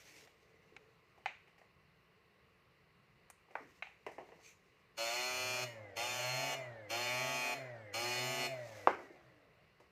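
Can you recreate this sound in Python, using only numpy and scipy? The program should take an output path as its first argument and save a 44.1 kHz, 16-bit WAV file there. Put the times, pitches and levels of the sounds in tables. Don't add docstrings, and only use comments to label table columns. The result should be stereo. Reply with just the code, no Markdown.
import sys
import numpy as np
from scipy import signal
from scipy.fft import rfft, irfft, next_fast_len
from scipy.io import wavfile
from scipy.ndimage import uniform_filter1d, map_coordinates

SR = 44100
rng = np.random.default_rng(int(sys.argv[2]) if len(sys.argv) > 2 else 0)


def wrap_up_sound(samples):
    columns = np.atleast_2d(samples).T
    tamed = np.clip(columns, -1, 1)
    steps = np.round(tamed * 32767).astype(np.int16)
    wavfile.write(sys.argv[1], SR, steps)


def invert_db(level):
    return 10 ** (np.asarray(level, dtype=float) / 20)


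N = 437031
T = np.arange(N) / SR

# (frequency [Hz], level per Hz [dB])
STILL_SPECTRUM = [(15, -44), (25, -13), (169, -5.5), (260, -19), (370, -11.5), (482, -13), (895, -19),
                  (1170, -17), (1620, -22.5), (2770, -19), (3260, -29.5), (4200, -24.5), (6500, -38),
                  (12000, -39.5), (15500, -44.5)]
# (frequency [Hz], likeness [-1 to 1])
LIKENESS = [(60, 1), (150, 0.79), (380, 0.61), (950, 0.14), (2380, -0.62), (5980, -0.054), (15000, 0.38)]
# (frequency [Hz], left over right [dB])
STILL_BALANCE = [(60, 2), (180, -0.5), (550, 0.5), (1650, 13), (4970, 7), (15000, -2.5)]
# (frequency [Hz], width [Hz], level [dB])
STILL_HUMPS = [(1078, 52, -0.5), (1990, 110, 2), (2920, 170, -8.5)]
# (frequency [Hz], time to fall 60 dB [s])
ROOM_DECAY = [(200, 0.45), (700, 0.2), (2000, 0.41), (5000, 0.37), (12000, 0.35)]
DRONE_DB, DRONE_EASES_S, DRONE_DROP_DB, DRONE_WAVER_DB = -73, 1, 10, 3

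# (time at full strength [s], hold [s], level [dB], fade [dB/s])
SLEEVE_STROKES = [
    (0.0, .25, -67.5, 400),
    (.3, 0.01, -85.5, 11),
    (3.728, 0.01, -77.5, 88),
    (4.14, 0.01, -83.5, 70),
    (4.36, 0.01, -82, 23),
    (8.69, 0.11, -66, 51),
]
# (frequency [Hz], level per Hz [dB])
CLOTH_SPECTRUM = [(180, -42), (300, -5), (360, -12), (468, -5.5), (590, -6.5), (1260, -17), (2140, -0.5),
                  (3280, -11.5), (6250, -9), (9600, -21), (15500, -24)]
# (hold [s], level [dB], fade [dB/s])
QUICK_BRUSH = (0.013, -63.5, 190)
# (frequency [Hz], level per Hz [dB])
BRUSH_SPECTRUM = [(710, -32), (1200, -15), (1730, -9), (2280, 2.5), (3350, -10), (5090, -10), (6370, -2.5),
                  (8510, -16), (15500, -26)]
SLEEVE_RISE_DB_PER_S, BRUSH_RISE_DB_PER_S, BRUSH_S = 68, 276, 4.465


# (time [s], peak [dB], low tone [dB], treble [dB], left over right [dB])
BUMP_EVENTS = [
    (.075, -66, 0.1, 0.1, 1.1),
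    (.535, -61.5, 0.1, 0.1, 1.1),
    (.72, -59, 0.1, 0.1, 1.1),
    (3.6, -54.5, 0.1, 0.1, 3),
    (3.65, -58.5, 0.1, 0.1, 3),
    (9.03, -53, -5, -10, 1.1),
    (9.1, -50.5, 0.1, 0.1, 1.1),
]
# (frequency [Hz], width [Hz], level [dB])
BUMP_MODES = [(270, 62, -1), (340, 105, 0.7), (454, 120, -2)]
# (time [s], peak [dB], low tone [dB], treble [dB], left over right [dB])
TAP_EVENTS = [
    (.274, -53, -5, 2, 15),
    (.765, -51.5, -11, 0.1, 31),
    (1.259, -24.5, -7.5, -4, -10),
    (3.824, -30, -11, -6, 4),
    (3.87, -46, -6, -11, 5),
]
# (frequency [Hz], width [Hz], level [dB])
TAPPED_MODES = [(444, 160, -24), (792, 162, 11.5), (1590, 140, 0), (1680, 130, -2), (2320, 550, 6.5),
                (3080, 1150, -1.5), (3800, 720, -2.5), (4900, 730, -10.5), (6540, 1600, -11)]
# (time [s], peak [dB], low tone [dB], treble [dB], left over right [dB])
KNOCK_EVENTS = [(1.177, -58, 0.1, 13, 2), (1.474, -55.5, -15, 4, 3.0), (1.581, -56, -8, 13, 6),
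                (1.615, -55.5, -7, 2, 13), (3.485, -62, -2, -2, 0.1), (3.508, -52, -5, 8, -1),
                (3.619, -56, 8, -5, -0.5), (4.065, -38, -3, 4, 14.5), (4.117, -51.5, -7, 18, -7),
                (4.182, -40, 2.5, 1, 4), (4.21, -49, 2, -1.5, 4), (4.289, -50, 2, 0.1, 9),
                (4.3195, -52, -2, -5, 14), (4.389, -58.5, 2, 0.1, 5), (8.988, -44, 9, -4, 0),
                (9.801, -56, -3, 14, 5)]
# (frequency [Hz], width [Hz], level [dB])
KNOCKED_MODES = [(381, 147, 2), (700, 390, 3.5), (1010, 330, 1.5), (2010, 320, -5.5), (2920, 460, -13),
                 (5130, 3700, -27.5)]
# (time [s], peak [dB], low tone [dB], treble [dB], left over right [dB])
TOGGLE_EVENTS = [
    (3.301, -34.5, 3.5, 3, -8),
]
# (frequency [Hz], width [Hz], level [dB])
SWITCH_MODES = [(780, 470, -1.5), (2290, 700, -2.5), (6570, 1100, -1), (9200, 1100, 2), (12900, 2500, -12)]
# (time [s], peak [dB], low tone [dB], treble [dB], left over right [dB])
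CLACK_EVENTS = [
    (3.5535, -28.5, -6, 3, 5),
]
# (frequency [Hz], width [Hz], level [dB])
DULL_MODES = [(446, 140, -2), (810, 270, 3), (1190, 120, 3), (1460, 170, -2.5), (1920, 170, -1.5),
              (2300, 190, -5.5)]
# (time [s], peak [dB], low tone [dB], treble [dB], left over right [dB])
THUMP_EVENTS = [
    (8.8725, -9, -2, 7.5, 5),
]
# (frequency [Hz], width [Hz], level [dB])
HEAVY_MODES = [(368, 82, -0.5), (537, 89, 0), (770, 130, 4.5), (1150, 310, 1), (1530, 330, -3),
               (2200, 310, -9.5), (2950, 380, -18.5), (5570, 2800, -38)]
# (time [s], peak [dB], low tone [dB], treble [dB], left over right [dB])
BOOM_EVENTS = [
    (8.873, -21.5, 0.1, 0.1, 1.1),
]
# (frequency [Hz], width [Hz], level [dB])
BOOMING_MODES = [(377, 107, -2), (520, 150, -1)]

# (on [s], off [s], warm pulse rate [Hz], low tone [dB], treble [dB])
BURSTS = [
    (4.969, 5.644, 127.3, -1.5, 2),
    (5.959, 6.541, 126.7, -2, -2.5),
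    (6.892, 7.537, 125.8, 0, -2.5),
    (7.931, 8.472, 125, 2.5, 3.5),
]
# (frequency [Hz], level per Hz [dB])
CORE_SPECTRUM = [(100, -17), (250, -23.5), (700, -5.5), (1500, -6), (2500, -3), (3300, -15.5), (5000, -15),
                 (7000, -14.5), (8000, -31.5), (10500, -26), (12000, -24), (14000, -24), (15500, -29),
                 (17000, -120)]
# (frequency [Hz], width [Hz], level [dB])
METAL_CASE_MODES = [(260, 19, -9), (360.6, 24, -4), (563.6, 19.7, -0.2), (643, 62, -1.5), (698, 25, -1.5),
                    (791, 55, 0.5), (863, 72, -8.5),
                    (1180, 14, -1.5), (1395, 18, -14), (2027, 124, 2), (2422, 132, -0.5), (2919, 130, 0.74),
              (3588, 6.6, -1), (4226, 75, -0.5), (4900, 27, -28.5), (5050, 89, -8.5), (5850, 16, -15),
              (5870, 50, -11.5), (6160, 11, -22), (5870, 17, -27), (7205, 88, -15), (7980, 130, -19.5),
              (8830, 11, -13), (10300, 27, -22), (11880, 60, -28.5), (12460, 31, -35.5), (13600, 56, -19.5)]
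# (frequency [Hz], left over right [dB])
BUZZ_BALANCE = [(200, -2), (700, 4), (2400, 5.5), (3300, -4.5), (5000, -10), (7000, -15), (9000, -7.5),
                (12000, 3), (15000, -1.5)]
BUZZ_DB, COLD_SAG_HZ, HEAT_S, DRAIN_HZ_PER_S = -38.5, 14, .075, 2.5
STALL_S, COOL_S, CREEP = .12, 3, .15

# (multiple of shaft speed, level [dB])
FAN_ORDERS = [(1, -53), (2, -53), (3, -55.5), (4, -62.5), (5, -47), (6, -66), (8, -59.5), (12, -68.5),
              (16, -60), (20, -61), (24, -59), (28, -59), (30, -67)]
# (frequency [Hz], level [dB])
HOUSING_RESPONSE = [(60, -40.5), (92, -6), (105, -2.5), (120, -2), (131, 2), (137, -4.5), (141, -17),
                    (150, -18.5), (450, -7), (700, -2), (1300, -17.5), (1800, 0), (2050, 5), (2230, -2.5),
                    (2400, -28.5)]
# (frequency [Hz], level per Hz [dB])
AIR_SPECTRUM = [(150, -27.5), (350, -14), (620, 1.5), (1000, -12.5), (2000, -5.5), (3000, -24),
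                (6000, -33.5), (12000, -50), (17000, -120)]
# (frequency [Hz], level [dB])
PORT_RIPPLE = [(8500, -0.16), (10400, -2.5), (11400, 2.5), (12500, -2), (13600, 1.5), (14600, 0.5)]


def unit(x):
    return x / np.sqrt(np.mean(x ** 2) + 1e-20)


def along(points, hz):
    f, v = np.transpose(points)
    return np.interp(np.log(hz + 1), np.log(f + 1), v)


def wobble(rate, size=N):
    knots = rng.standard_normal(int(N * rate / SR) + 4)
    return map_coordinates(knots, [T[:size] * rate])


def filtered(x, response):
    m = next_fast_len(x.shape[-1] + SR // 4)
    spectrum = rfft(x, m) * response(np.fft.rfftfreq(m, 1 / SR))
    return irfft(spectrum, m)[..., :x.shape[-1]]


def resonances(modes):
    def response(f):
        total = 0
        for k, (centre, width, db) in enumerate(modes):
            damping = 1j * f * width
            total = total + (-1) ** k * invert_db(db) * damping / (centre * centre - f * f + damping)
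        return total
    return response


def sides(balance):
    return lambda f: invert_db(np.outer([.5, -.5], along(balance, f)))


def patches(shape, hz_bins, frames):
    field = uniform_filter1d(rng.standard_normal(shape), size=hz_bins, axis=-2)
    return unit(uniform_filter1d(field, size=frames, axis=-1))


def rush(spectrum, alike, patchy_db):
    z = signal.stft(rng.standard_normal((2, N)), nperseg=512)[2]
    uneven = z * invert_db(patchy_db * patches(z.shape[1:], 6, 14))
    pair = signal.istft(uneven, nperseg=512)[1][:, :N]

    def spread(hz):
        turn = np.arccos(np.clip(along(alike, hz), -1, 1)) / 2
        return invert_db(along(spectrum, hz)) * [np.cos(turn), np.sin(turn)]

    mid, side = filtered(pair, spread)
    return unit(np.array([mid + side, mid - side]))


def room(x):
    hz, t, z = signal.stft(rng.standard_normal((2, SR // 2)), SR, nperseg=256)
    z[1] = np.where(hz[:, None] < 900, z[0], z[1])
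    dying = z * invert_db(-60 * t / along(ROOM_DECAY, hz)[:, None])
    tail = signal.istft(dying, SR, nperseg=256)[1]
    t = T[:tail.shape[1]]
    early = invert_db(6 * np.exp(-t / 0.0085))
    tail *= early * (t > 0.0033)
    return signal.fftconvolve(x[None], tail / np.linalg.norm(tail[0]), axes=1)[:, :len(x)]


def drifting(x, depth_db):
    z = signal.stft(x, nperseg=2048)[2]
    depth = depth_db * np.clip(np.arange(z.shape[1]) / 90, .15, 1)[:, None]
    return signal.istft(z * invert_db(depth * patches(z.shape, 5, 7)), nperseg=2048)[1][:, :N]


def stroke(s, hold_s, db, fade_db, rise_db):
    rise = rise_db * np.maximum(s - T, 0)
    fade = fade_db * np.maximum(T - s - hold_s, 0)
    return invert_db(db - rise - fade)


def still():
    humps = lambda f: 1 + 1.4 * np.abs(resonances(STILL_HUMPS)(f))
    colour = lambda f: sides(STILL_BALANCE)(f) * humps(f)
    tone = filtered(rush(STILL_SPECTRUM, LIKENESS, patchy_db=1.0), colour)
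    drone = unit(filtered(rng.standard_normal(N), resonances([(445, 38, 0)])))
    eased_db = DRONE_DROP_DB / (1 + np.exp((DRONE_EASES_S - T) / 0.077))
    drone_gain = invert_db(DRONE_DB - eased_db + DRONE_WAVER_DB * wobble(8.8))
    return invert_db(-70.0 + 0.23 * wobble(5.2)) * tone + drone_gain * drone


def sleeve():
    catches = invert_db(1.2 * wobble(320) + 1.9 * wobble(30))
    strokes = sum(stroke(*row, SLEEVE_RISE_DB_PER_S) for row in SLEEVE_STROKES)
    cloth = rush(CLOTH_SPECTRUM, [(300, 0.81), (3000, 0.083)], patchy_db=1.4)
    rub = invert_db(9.0) * strokes * unit(catches * cloth)
    quick = stroke(BRUSH_S, *QUICK_BRUSH, BRUSH_RISE_DB_PER_S)
    brush = rush(BRUSH_SPECTRUM, [(3000, 0.18)], patchy_db=2.5)
    return rub + invert_db(8.0) * quick * unit(catches * brush)


def hits(events, modes, crack_s, soft_hz, gain_db, wet_db):
    out, t = np.zeros((2, N + SR)), T[:SR // 2]
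    for s, db, low_db, treble_db, pan_db in events:
        contact = invert_db(-60 * t / crack_s) * (1 - np.exp(-t / 0.00086))
        rough = rng.standard_normal(len(t)) * contact
        blow = signal.unit_impulse(len(t)) * np.linalg.norm(rough)
        colour = [(1000, low_db), (2100, 0.0039), (3200, 0), (5000, treble_db)]

        def body(f):
            softness = (1 + 1j * f / soft_hz) ** 2
            return resonances(modes)(f) / softness * invert_db(along(colour, f))

        ring, echo = filtered(np.array([0.45 * blow + 0.58 * rough, blow]), body)
        strength = invert_db(db + gain_db) / np.max(np.abs(ring))
        direct = invert_db([[pan_db / 2], [-pan_db / 2]]) * ring
        out[:, round(s * SR):][:, :len(t)] += strength * (direct + invert_db(wet_db) * room(echo))
    return out[:, :N]


def bumps():
    return hits(BUMP_EVENTS, BUMP_MODES, crack_s=0.064, soft_hz=600, gain_db=-2.8, wet_db=0.5)


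def taps():
    return hits(TAP_EVENTS, TAPPED_MODES, crack_s=0.021, soft_hz=5070, gain_db=1, wet_db=-5.5)


def knocks():
    return hits(KNOCK_EVENTS, KNOCKED_MODES, crack_s=0.016, soft_hz=5000, gain_db=1.0, wet_db=1.2)


def toggle():
    return hits(TOGGLE_EVENTS, SWITCH_MODES, crack_s=0.039, soft_hz=18000, gain_db=-0.5, wet_db=-14.5)


def clack():
    return hits(CLACK_EVENTS, DULL_MODES, crack_s=0.014, soft_hz=2400, gain_db=1.9, wet_db=-5.5)


def buzz():
    out = np.zeros((2, N))
    grid = np.arange(0, SR / 2, 60)
    step = .008 * 60 * rng.uniform(0, 1, (2, len(grid))) ** 2
    step[1, grid < 1400] = step[0, grid < 1400]
    phases = np.cumsum(step, axis=1)
    spread = lambda f: np.exp(-2j * np.pi * np.array([np.interp(f, grid, p) for p in phases]))
    last_off = -np.inf
    for on, off, warm_hz, low_db, treble_db in BURSTS:
        t = T[int(on * SR):int((off + .6) * SR)]
        stall = STALL_S * (1 - np.exp(-(on - last_off) / COOL_S))
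        last_off = off
        heated = np.maximum(t - on - (1 - CREEP) * stall, CREEP * (t - on))
        rate = warm_hz - COLD_SAG_HZ * np.exp(-heated / HEAT_S) - DRAIN_HZ_PER_S * (t - on)
        turn = np.pi * (np.cumsum(rate) / SR - .06 + 0.0013 * wobble(70, size=len(t)))
        train = np.sin(271 * turn) / (np.sin(turn) + 1e-9) - 1
        soft_start = np.clip((np.abs(t - on) / 0.011) ** 1.1 + 0.094, 0, 1)
        rattle = rng.standard_normal(len(t)) * (1 + 0.82 * np.cos(2 * turn))
        level = invert_db(BUZZ_DB + 0.33 * wobble(129.4, size=len(t)))
        drive = (unit(train) + 0.23 * rattle) * soft_start * (t < off) * level
        aim = [(400, low_db), (650, 0.0016), (3800, 0.0096), (4250, treble_db - 1.0), (4800, 0.14 * treble_db)]

        def inverter(f):
            core = invert_db(along(CORE_SPECTRUM, f) + 8.0)
            case = 4.24 * resonances(METAL_CASE_MODES)(f)
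            return invert_db(along(aim, f)) * (core + case)

        body = filtered(drive, inverter)
        near = 0.24 * body + 0.81 * filtered(body, spread) + invert_db(-6.0) * room(body)
        out[:, int(on * SR):][:, :len(t)] += filtered(near, sides(BUZZ_BALANCE))
    return drifting(out, depth_db=2.5)


def fan(top_hz=153.3, rise_s=.4, coast_s=1.06):
    speed, now = np.zeros(N), 0
    next_on = [burst[0] for burst in BURSTS[1:]] + [N / SR]
    for (on, off, *_), following in zip(BURSTS, next_on):
        climbing = top_hz - (top_hz - now) * np.exp(-np.abs(T - on) / rise_s)
        peak = top_hz - (top_hz - now) * np.exp(-(off - on) / rise_s)
        coasting = peak * np.exp(-np.abs(T - off) / coast_s)
        speed = np.where(T >= on, climbing, speed)
        speed = np.where(T >= off, coasting, speed)
        now = peak * np.exp(-(following - off) / coast_s)
    turns = np.cumsum(speed * (1 + 0.0027 * wobble(25))) / SR
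    effort = speed / 135
    tones = np.zeros(N)
    for order, db in FAN_ORDERS:
        level = invert_db(db + 3.5 + along(HOUSING_RESPONSE, order * speed) + 1.8 * wobble(14))
        tones += level * effort ** 3.1 * np.sin(2 * np.pi * order * turns)
    air = invert_db(-51) * effort ** 2.43 * rush(AIR_SPECTRUM, LIKENESS, patchy_db=3.0)
    return tones * invert_db([[.6], [-.6]]) + invert_db(-8.0) * room(tones) + air


def thump():
    landing = hits(THUMP_EVENTS, HEAVY_MODES, crack_s=0.004, soft_hz=5080, gain_db=-1.5, wet_db=-6.5)
    boom = hits(BOOM_EVENTS, BOOMING_MODES, crack_s=0.004, soft_hz=900, gain_db=-3.0, wet_db=-16)
    return landing + boom


def scene():
    contacts = bumps() + taps() + knocks() + toggle() + clack() + thump()
    return still() + sleeve() + contacts + buzz() + fan()


def low_pass(x):
    return signal.sosfilt(signal.butter(12, 15810, fs=SR, output="sos"), x)


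def record(dry):
    lag = lambda f: np.exp(-2j * np.pi * np.outer([1.5, -1.5], f) / SR)
    edges = lambda f: (f < 15550) / (1 + (38 / (f + 1)) ** 4)
    mix = filtered(dry, lambda f: lag(f) * edges(f) * invert_db(along(PORT_RIPPLE, f)))
    return low_pass(mix)


dry = scene()
out = record(dry)
wrap_up_sound(out)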